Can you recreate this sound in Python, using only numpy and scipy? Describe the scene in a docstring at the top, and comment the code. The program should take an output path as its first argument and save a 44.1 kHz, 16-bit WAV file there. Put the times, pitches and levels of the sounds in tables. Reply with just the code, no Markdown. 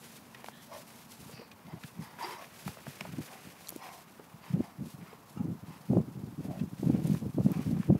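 """Two dogs wrestle on packed snow: breath noise pants, snorts and faintly whines through throat, nose and
mouth resonances, paws crunch and throw up snow as clumped grains; teeth, claws, collars, soft knocks
and the low pulses of a grunt are damped modes.
A rising wind buffets the port of a small microphone in low lumps, over smaller eddies in gusts.
Behind lie a faint outdoor hush of shaped noise and a far hum, a narrow band of noise."""
import sys
import numpy as np
from scipy import signal
from scipy.fft import rfft, irfft
from scipy.io import wavfile
from scipy.ndimage import uniform_filter1d

SR = 44100
rng = np.random.default_rng(int(sys.argv[2]) if len(sys.argv) > 2 else 0)


def boost(x):
    """Linear amplitude factor 10**(x/20) for a level x in decibels (scalar or array-like)."""
    u = np.asarray(x, float) / 20
    return 10 ** u


def transcribe(signal):
    """Save signal, clipped to [-1, 1], as a 16-bit WAV file at the path in sys.argv[1]."""
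    frames = np.atleast_2d(signal).T
    limited = np.clip(frames, -1, 1)
    pcm = np.round(limited * 32767).astype(np.int16)
    wavfile.write(sys.argv[1], SR, pcm)


N = 352755


def rms_one(x):
    """Scales to rms 1."""
    return x / np.sqrt(np.mean(x ** 2) + 1e-20)


def in_time(rows):
    """Every column after the time as a curve over the samples."""
    time_s, *columns = np.transpose(rows)
    return [np.interp(np.arange(N) / SR, time_s, column) for column in columns]


def drift(rate_hz):
    """Slow chance: noise low-passed at rate_hz, spread 1."""
    pole = np.exp(-40 * np.pi * rate_hz / SR)   # computed at every 20th sample
    noise = rng.standard_normal(N // 20 + 2002)
    slow = signal.lfilter([1], [1, -2 * pole, pole * pole], noise)[2000:]
    return np.interp(np.arange(N) / 20, np.arange(len(slow)), rms_one(slow))


def evened(x, window_s):
    """Divides out the slow level, so that only the fine grain is left to chance."""
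    return x / np.sqrt(uniform_filter1d(x ** 2, size=int(window_s * SR)) + 1e-12)


def colour(x, spectrum):
    """Shapes x to a (Hz, dB) spectrum, falling 18 dB per octave below its first point; rms 1."""
    hz, level_db = np.transpose(spectrum)
    grid_hz = np.maximum(np.fft.rfftfreq(N, 1 / SR), 1)
    gain_db = np.interp(np.log(grid_hz), np.log(hz), level_db)
    gain_db -= 18 * np.maximum(np.log2(hz[0] / grid_hz), 0)
    return rms_one(irfft(rfft(x) * boost(gain_db), N))


def grains(per_s, spread_db):
    """Random clicks of either sign; sizes scatter exponentially in dB, equal at spread 0."""
    sizes = boost(spread_db * np.minimum(rng.exponential(1, N), 5)) * rng.choice([-1, 1], N)
    return sizes * (rng.random(N) < per_s / SR)


def low_pass(x, hz):
    """Two-pole low-pass."""
    return signal.sosfilt(signal.butter(2, hz, fs=SR, output="sos"), x)


def resonate(x, hz, width_hz):
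    """A resonance applied twice, so that the valleys beside it stay dark; gain about 1 on top."""
    r, w = np.exp(-np.pi * width_hz / SR), 2 * np.pi * hz / SR
    b, a = [(1 - r * r) / 2, 0, (r * r - 1) / 2], [1, -2 * r * np.cos(w), r * r]
    return signal.lfilter(b, a, signal.lfilter(b, a, x))


def swells(t, start_s, length_s, level_db, rise_db_per_s, fall_db_per_s):
    """Power of a sound that rises to its start, holds for its length and falls away."""
    rise_db = rise_db_per_s * np.maximum(start_s - t, 0)
    fall_db = fall_db_per_s * np.maximum(t - start_s - length_s, 0)
    return boost(level_db - rise_db - fall_db) ** 2


def summed_db(base_db, start_s, length_s, level_db, rise_db_per_s, fall_db_per_s):
    """Level of a base sound with swells on top, adding in power."""
    t = np.arange(0, N, 20) / SR
    power = swells(t[:, None], start_s, length_s, level_db, rise_db_per_s, fall_db_per_s).sum(axis=1)
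    return 10 * np.log10(boost(base_db) ** 2 + np.interp(np.arange(N) / SR, t, power))


# pants, snorts and a faint nasal whine:
# start_s, length_s, level_db, throat_hz (throat or nose resonance), throat_db, mouth_hz
BREATHS = [(0.537, 0.093, -59.5, 3280, 9, 1790), (0.724, 0.054, -45.5, 610, 18, 983),
           (1.339, 0.11, -56.5, 4600, 11, 2530), (1.697, 0.084, -54, 670, 14, 914),
           (2.024, 0.15, -52, 610, -13, 890), (2.223, 0.0098, -37, 923, 23, 923),
           (2.241, 0.119, -40.5, 375, 6, 933), (2.394, 0.027, -48, 633, 14, 1100),
           (3.305, 0.068, -54, 756, 23, 1080), (3.821, 0.17, -47, 730, 15, 990),
           (4.438, 0.073, -54.5, 2530, -3, 910), (4.641, 0.057, -52, 710, 13, 923),
           (5.08, 0.072, -56, 1330, 5, 967), (5.378, 0.039, -52.5, 810, 15, 1222),
           (5.689, 0.075, -54.5, 2580, -2, 930), (6.508, 0.054, -47, 660, 32, 885),
           (7.529, 0.093, -50, 753, 14, 1100)]
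# open mouth as a tube: multiple (of mouth_hz), width_hz (of one resonator pass), mode_db (before tilt)
MOUTH_MODES = [(1, 257, 11.5), (1.88, 110, 1), (2.25, 200, 4.5), (3.3, 200, -6), (4.2, 200, -4),
               (5.15, 300, 1), (5.85, 200, -1.5)]


def breaths():
    """Fluttering breath noise through throat or nose and open mouth, newly shaped for each breath."""
    tilt_db_per_octave = -2.5
    rasp_db, rasp_band_hz = -11, [600, 2900]   # broad rasp between the resonances
    wander_db, wander_hz = 3.0, 22   # each upper resonance swells and fades as tongue and jaw move
    glide_octaves_per_s = -0.25   # the resonances sink as the mouth closes
    wobble_octaves = 0.02   # and wobble as the jaw shakes
    sag_db_per_s = 55   # the lungs empty during a breath
    out = np.zeros(N)
    air = rng.standard_normal(N)
    flutter = boost(1.1 * drift(45))
    rasp = signal.sosfilt(signal.butter(2, rasp_band_hz, "band", fs=SR, output="sos"), air)
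    wander = [boost(wander_db * (k > 0) * drift(wander_hz)) for k in range(len(MOUTH_MODES))]
    wobble = wobble_octaves * drift(wander_hz)
    for start_s, length_s, level_db, throat_hz, throat_db, mouth_hz in BREATHS:
        a, b = round((start_s - 0.1) * SR), round((start_s + length_s + 0.15) * SR)
        sound = boost(throat_db) * resonate(air[a:b], throat_hz, width_hz=40 + 0.15 * throat_hz)
        sound += boost(rasp_db) * rasp[a:b]
        for k, (multiple, width_hz, mode_db) in enumerate(MOUTH_MODES):
            gain = boost(mode_db + tilt_db_per_octave * np.log2(multiple)) * wander[k][a:b]
            sound -= (-1) ** k * gain * resonate(air[a:b], multiple * mouth_hz, width_hz)
        t = np.arange(a, b) / SR
        # glide and wobble by reading the sound at a changing speed
        speed = 2 ** (glide_octaves_per_s * (t - t.mean()) + wobble[a:b])
        read_at = np.cumsum(speed) * (b - a - 1) / speed.sum()
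        sound = np.interp(read_at, np.arange(b - a), sound)
        envelope = np.sqrt(swells(t, start_s, length_s, level_db, rise_db_per_s=500, fall_db_per_s=300))
        sag = boost(-sag_db_per_s * np.clip(t - start_s, 0, length_s))
        out[a:b] += envelope * sag * evened(sound, 0.02) * flutter[a:b]
    return out


# constant shuffling on the snow: time_s, crunch_db, spray_db
SHUFFLE = [(0.0, -75, -59), (0.27, -63, -63.5), (1.18, -69, -63.5), (1.42, -65.5, -67.5),
           (3.12, -56.5, -58.5), (4.52, -66.5, -66.5), (5.9, -69, -66), (7.55, -66, -62.5),
           (8.0, -61.5, -65)]
# paws land, skid or dig: start_s, length_s, crunch_db, spray_db
STEPS = [(0.045, 0.0097, -52.5, -53.5), (0.108, 0.073, -60.5, -57), (0.355, 0.053, -57, -72),
         (0.466, 0.0086, -57, -54.5), (0.628, 0.017, -75, -56), (0.734, 0.08, -59, -55),
         (.88, 0.15, -61.5, -59), (1.114, 0.015, -59, -51.5), (1.198, 0.13, -62, -57),
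         (1.33, 0.092, -58, -81), (1.819, 0.075, -63, -58), (2.02, 0.024, -71, -56.5),
         (2.203, 0.13, -49.5, -54), (2.41, 0.034, -54, -59), (2.55, 0.19, -62, -56.5),
         (2.665, 0.014, -52, -51), (2.87, 0.1, -57.5, -56.5), (3.022, 0.04, -54, -67),
         (3.225, 0.038, -54.5, -53.5), (3.32, 0.034, -54.5, -58.5), (3.437, 0.064, -58.5, -59.5),
         (3.61, 0.16, -71, -59.5), (3.839, 0.035, -52, -57.5), (3.928, 0.057, -71, -56),
         (4.448, 0.084, -57, -63), (4.6, 0.075, -62.5, -63.5), (4.857, 0.077, -67, -58),
         (5.013, 0.12, -60.5, -69), (5.299, 0.0075, -71, -58), (5.67, 0.31, -65.5, -66),
         (6.436, 0.019, -61.5, -60.5), (6.532, 0.082, -60.5, -66), (6.782, 0.11, -62, -60.5),
         (6.912, 0.069, -56.5, -63.5), (7.037, 0.14, -58, -55), (7.434, 0.076, -63, -60.5),
         (7.52, 0.093, -55, -62.5), (7.617, 0.096, -59, -58.5), (7.786, 0.062, -56.5, -64)]
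# spectrum of breaking crystals: freq_hz, relative level_db (per Hz)
CRUNCH_SPECTRUM = [(400, 18), (900, 9.5), (1500, 13), (2500, 12.5), (4000, 1), (7000, -9)]
# spectrum of thrown snow: freq_hz, relative level_db (per Hz)
SPRAY_SPECTRUM = [(2500, 3.5), (5000, 4.5), (8000, 2), (11500, 3.5), (16000, -4.5)]


def paws():
    """Crystals break under the paws in clumps; the finer spray is a dense bright hiss in spurts."""
    start_s, length_s, *step_dbs = np.transpose(STEPS)
    crunch_db, spray_db = [
        summed_db(base_db, start_s, length_s, step_db, rise_db_per_s=526, fall_db_per_s=314)
        for base_db, step_db in zip(in_time(SHUFFLE), step_dbs)]
    crunch = colour(grains(2500, spread_db=0.0) * boost(2.26 * drift(43)), CRUNCH_SPECTRUM)
    spray = colour(grains(9000, spread_db=-0.5) * boost(1.69 * drift(44)), SPRAY_SPECTRUM)
    return boost(crunch_db) * evened(crunch, 0.089) + boost(spray_db) * evened(spray, 0.1)


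# teeth, claws, collars, soft knocks and the low pulses of a grunt: peak_s, peak_db, pitch_hz, t60_s
CLICKS_AND_PULSES = [(0.348, -37.5, 1910, 0.03), (0.444, -28.5, 880, 0.008), (0.4625, -35, 2300, 0.008),
                     (0.486, -29, 900, 0.01), (1.297, -40.5, 467, .04), (1.396, -39, 457, 0.07),
                     (1.417, -41, 476, 0.062), (1.5163, -41.5, 2450, 0.039), (1.668, -49, 2100, 0.03),
                     (1.837, -32.5, 1710, 0.029), (2.188, -36, 950, 0.037), (2.679, -26.5, 814, 0.015),
                     (2.772, -37.5, 646, 0.018), (2.868, -32, 665, 0.017), (3.0072, -40, 2190, 0.019),
                     (3.0092, -24, 2295, 0.0091), (3.0093, -35, 5200, 0.012), (3.0108, -31.5, 680, 0.019),
                     (3.053, -30.5, 654, 0.05), (3.609, -43.5, 754, 0.017), (3.6726, -34, 4050, 0.022),
                     (3.686, -34, 5800, 0.011), (3.692, -28, 4500, 0.0057), (3.6913, -27, 11540, 0.015),
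                     (3.7042, -30, 11200, 0.0058), (3.724, -37, 344, 0.023), (3.762, -30.5, 9400, 0.006),
                     (4.199, -38.5, 420, 0.05), (5.133, -39.5, 452, 0.028), (6.51, -42, 694, 0.03),
                     (6.599, -45.5, 2640, 0.079), (7.074, -35, 9100, 0.017), (7.149, -35, 970, 0.0097),
                     (7.518, -31.5, 12870, 0.0044), (7.768, -41, 785, 0.063), (7.831, -36.5, 1050, 0.03)]


def clicks_and_pulses():
    """A broad crack, a damped mode at the listed pitch and a noisy ring spread widely around it."""
    out, t = np.zeros(N + 2000), np.arange(1500) / SR
    noises = rng.standard_normal((len(CLICKS_AND_PULSES), 1500))
    for (peak_s, peak_db, pitch_hz, t60_s), noise in zip(CLICKS_AND_PULSES, noises):
        band_hz = [pitch_hz / 1.74, min(pitch_hz * 2.0, 19000)]
        band = signal.butter(2, band_hz, "band", fs=SR, output="sos")
        ring = np.sin(2 * np.pi * pitch_hz * t) + 0.7 * rms_one(signal.sosfilt(band, noise))
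        fade = np.minimum(t / 0.00035, 1) * boost(-60 * t / max(t60_s, 0.003))
        crack = 0.55 * low_pass(noise, min(9 * pitch_hz, 19000)) * np.exp(-t / 0.0003)
        pulse = ring * fade + crack
        size = np.abs(pulse)
        at = round(peak_s * SR) - size.argmax()
        out[at:at + len(t)] += boost(peak_db) * pulse / size.max()
    return out[:N]


def port_bass_cut(x):
    """The port passes little below 83 Hz: a two-pole high-pass."""
    return signal.sosfilt(signal.butter(2, 83, "high", fs=SR, output="sos"), x)


# strongest buffets: centre_s, height_db (of the swing before the bass cuts), pitch_hz
BUFFETS = [(1.994, -29.5, 168), (3.015, -36, 200), (3.188, -27.5, 264), (3.762, -33.5, 294),
           (4.507, -28.5, 155), (4.542, -17.5, 160), (4.605, -21, 280), (5.411, -22.5, 200),
           (5.911, -22, 270), (5.932, -23.5, 334), (5.969, -14, 312), (5.981, -14.5, 200),
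           (6.615, -20, 176), (6.831, -23, 279), (6.872, -20.5, 207), (6.9, -13, 255), (6.949, -21, 268),
           (7.054, -22.5, 185), (7.117, -17.5, 176), (7.383, -18.5, 292), (7.463, -12, 209),
           (7.594, -18.5, 220), (7.711, -23.5, 257), (7.75, -25, 194), (7.801, -19.5, 190),
           (7.902, -16.5, 295), (7.912, -34, 254), (7.925, -12, 200), (7.951, -20.5, 268)]


def buffets():
    """Each big eddy: a few swings that swell and die, with a sharp flick; also its share of the flow."""
    # quicker buffets carry a stronger flick: level beside the swing at 200 Hz, growth with pitch
    flick_db, flick_db_per_octave = -21, 33.5
    out, share = np.zeros(N + 4000), np.zeros(N + 4000)
    t = np.arange(-1000, 1000) / SR
    turns = rng.random((len(BUFFETS), 2))
    for (centre_s, height_db, pitch_hz), turn in zip(BUFFETS, turns):
        swell = np.exp(-(t * pitch_hz / np.where(t < 0, 0.8, 1.2)) ** 2)
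        lump = swell * np.cos(2 * np.pi * (pitch_hz * t + turn[0]))
        flick = np.cos(2 * np.pi * (480 * t + turn[1])) / np.cosh((t - 0.002) / 0.00059)
        flick_gain = boost(flick_db + flick_db_per_octave * np.log2(pitch_hz / 200))
        at = round(centre_s * SR) - 1000
        out[at:at + len(t)] += boost(height_db) * (lump + flick_gain * flick)
        share[at:at + len(t)] += swell
    return port_bass_cut(out[:N]), np.minimum(share[:N], 1)


def port(x):
    """The port booms at one low resonance and the bass below it is cut steeply."""
    boom_hz, width_hz = 155.5, 89
    r, w = np.exp(-np.pi * width_hz / SR), 2 * np.pi * boom_hz / SR
    boom = signal.lfilter([1, -1], [1, -2 * r * np.cos(w), r * r], x + 1e-18)
    return port_bass_cut(boom)


# breeze at the port between the gusts: time_s, level_db
BREEZE = [(0.0, -61), (5.39, -62.5), (5.5, -56), (5.93, -57), (6.06, -52.5), (6.71, -43.5), (6.97, -40),
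          (7.66, -45.5), (8.0, -42)]
# gusts: start_s, length_s, level_db
GUSTS = [(1.204, 0.012, -45), (1.26, 0.14, -52), (1.667, 0.011, -46), (1.734, 0.02, -41.5),
         (1.832, 0.031, -48), (1.977, 0.054, -44), (2.161, 0.024, -49.5), (2.665, 0.024, -37.5),
         (2.875, 0.013, -42.5), (3.04, 0.066, -47), (3.124, 0.082, -39), (3.453, 0.035, -50.5),
         (4.34, 0.044, -51.5), (4.538, 0.07, -33), (4.795, 0.061, -37), (4.946, 0.09, -47),
         (5.357, 0.15, -40.5), (5.401, 0.14, -36), (5.635, 0.077, -45.5), (5.9, 0.097, -26),
         (6.017, 0.089, -43.5), (6.154, 0.062, -41), (6.237, 0.05, -40.5), (6.382, 0.023, -38),
         (6.45, 0.06, -36), (6.59, 0.053, -35.5), (6.835, 0.17, -28.5), (7.049, 0.1, -29),
         (7.228, 0.049, -33.5), (7.372, 0.038, -25), (7.452, 0.061, -28), (7.57, 0.033, -30),
         (7.663, 0.11, -30.5), (7.898, 0.016, -20), (7.955, 0.01, -31)]


def wind():
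    """Eddies pass the port as pressure jolts in clumps; a stronger wind makes them sharper."""
    sharp_db, sharp_db_per_db = -7, 0.4   # share of sharp jolts at a -20 dB gust, growth with the gust
    breeze_db = in_time(BREEZE)[0]
    gust_db = summed_db(breeze_db, *np.transpose(GUSTS), rise_db_per_s=904, fall_db_per_s=587)
    eddies = grains(500, spread_db=4.0) * boost(4.5 * drift(19.6))
    soft = rms_one(port(low_pass(low_pass(eddies, hz=294), hz=422)))
    jolts = grains(400, spread_db=1.5)
    sharp = rms_one(port(low_pass(low_pass(jolts, hz=664), hz=1050)))
    sharp_gain = boost(sharp_db + sharp_db_per_db * (gust_db + 20.0))
    return boost(gust_db) * evened(soft + sharp_gain * sharp, 0.065)


# outdoor hush: freq_hz, relative level_db (per Hz)
HUSH_SPECTRUM = [(35, -57), (60, -0.5), (215, 6.5), (403, -1.5), (999, 2.5), (2100, -13.5), (7540, -59),
                 (11700, -19), (15500, -18.5)]


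def hush():
    """Steady shaped noise of the open air."""
    level_db = -58
    return boost(level_db) * colour(rng.standard_normal(N), HUSH_SPECTRUM)


# far hum: time_s, level_db
HUM_LEVEL = [(0, -61), (1.2, -63), (2, -72), (8, -76)]


def hum():
    """Noise through one narrow resonance, heard as an unsteady low tone."""
    tone = resonate(rng.standard_normal(N), hz=231.4, width_hz=34)
    return boost(in_time(HUM_LEVEL)[0]) * evened(tone, 0.058)


def scene():
    """Dogs, the wind at the port, the hush and the far hum."""
    dogs = breaths() + paws() + clicks_and_pulses()
    big, share = buffets()
    air = big + wind() * (1 - 0.061 * share)   # a big eddy sweeps the small ones aside
    return (dogs + air + hush() + hum())[None]


def band_limit(x):
    """A steep low-pass at the top of the band."""
    return signal.sosfilt(signal.butter(12, 16360, fs=SR, output="sos"), x)


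def record(dry):
    """One microphone: bass cut, the biggest jolts rounded, top cut."""
    bass_cut = signal.butter(3, 62, "high", fs=SR, output="sos")
    top_cut = signal.ellip(12, 0.5, 70, 15720, fs=SR, output="sos")   # ripple dB, stop dB, Hz
    limit = 0.34
    rounded = limit * np.tanh(signal.sosfilt(bass_cut, dry) / limit)
    mix = signal.sosfilt(top_cut, rounded)
    return band_limit(mix)


dry = scene()
out = record(dry)
transcribe(out)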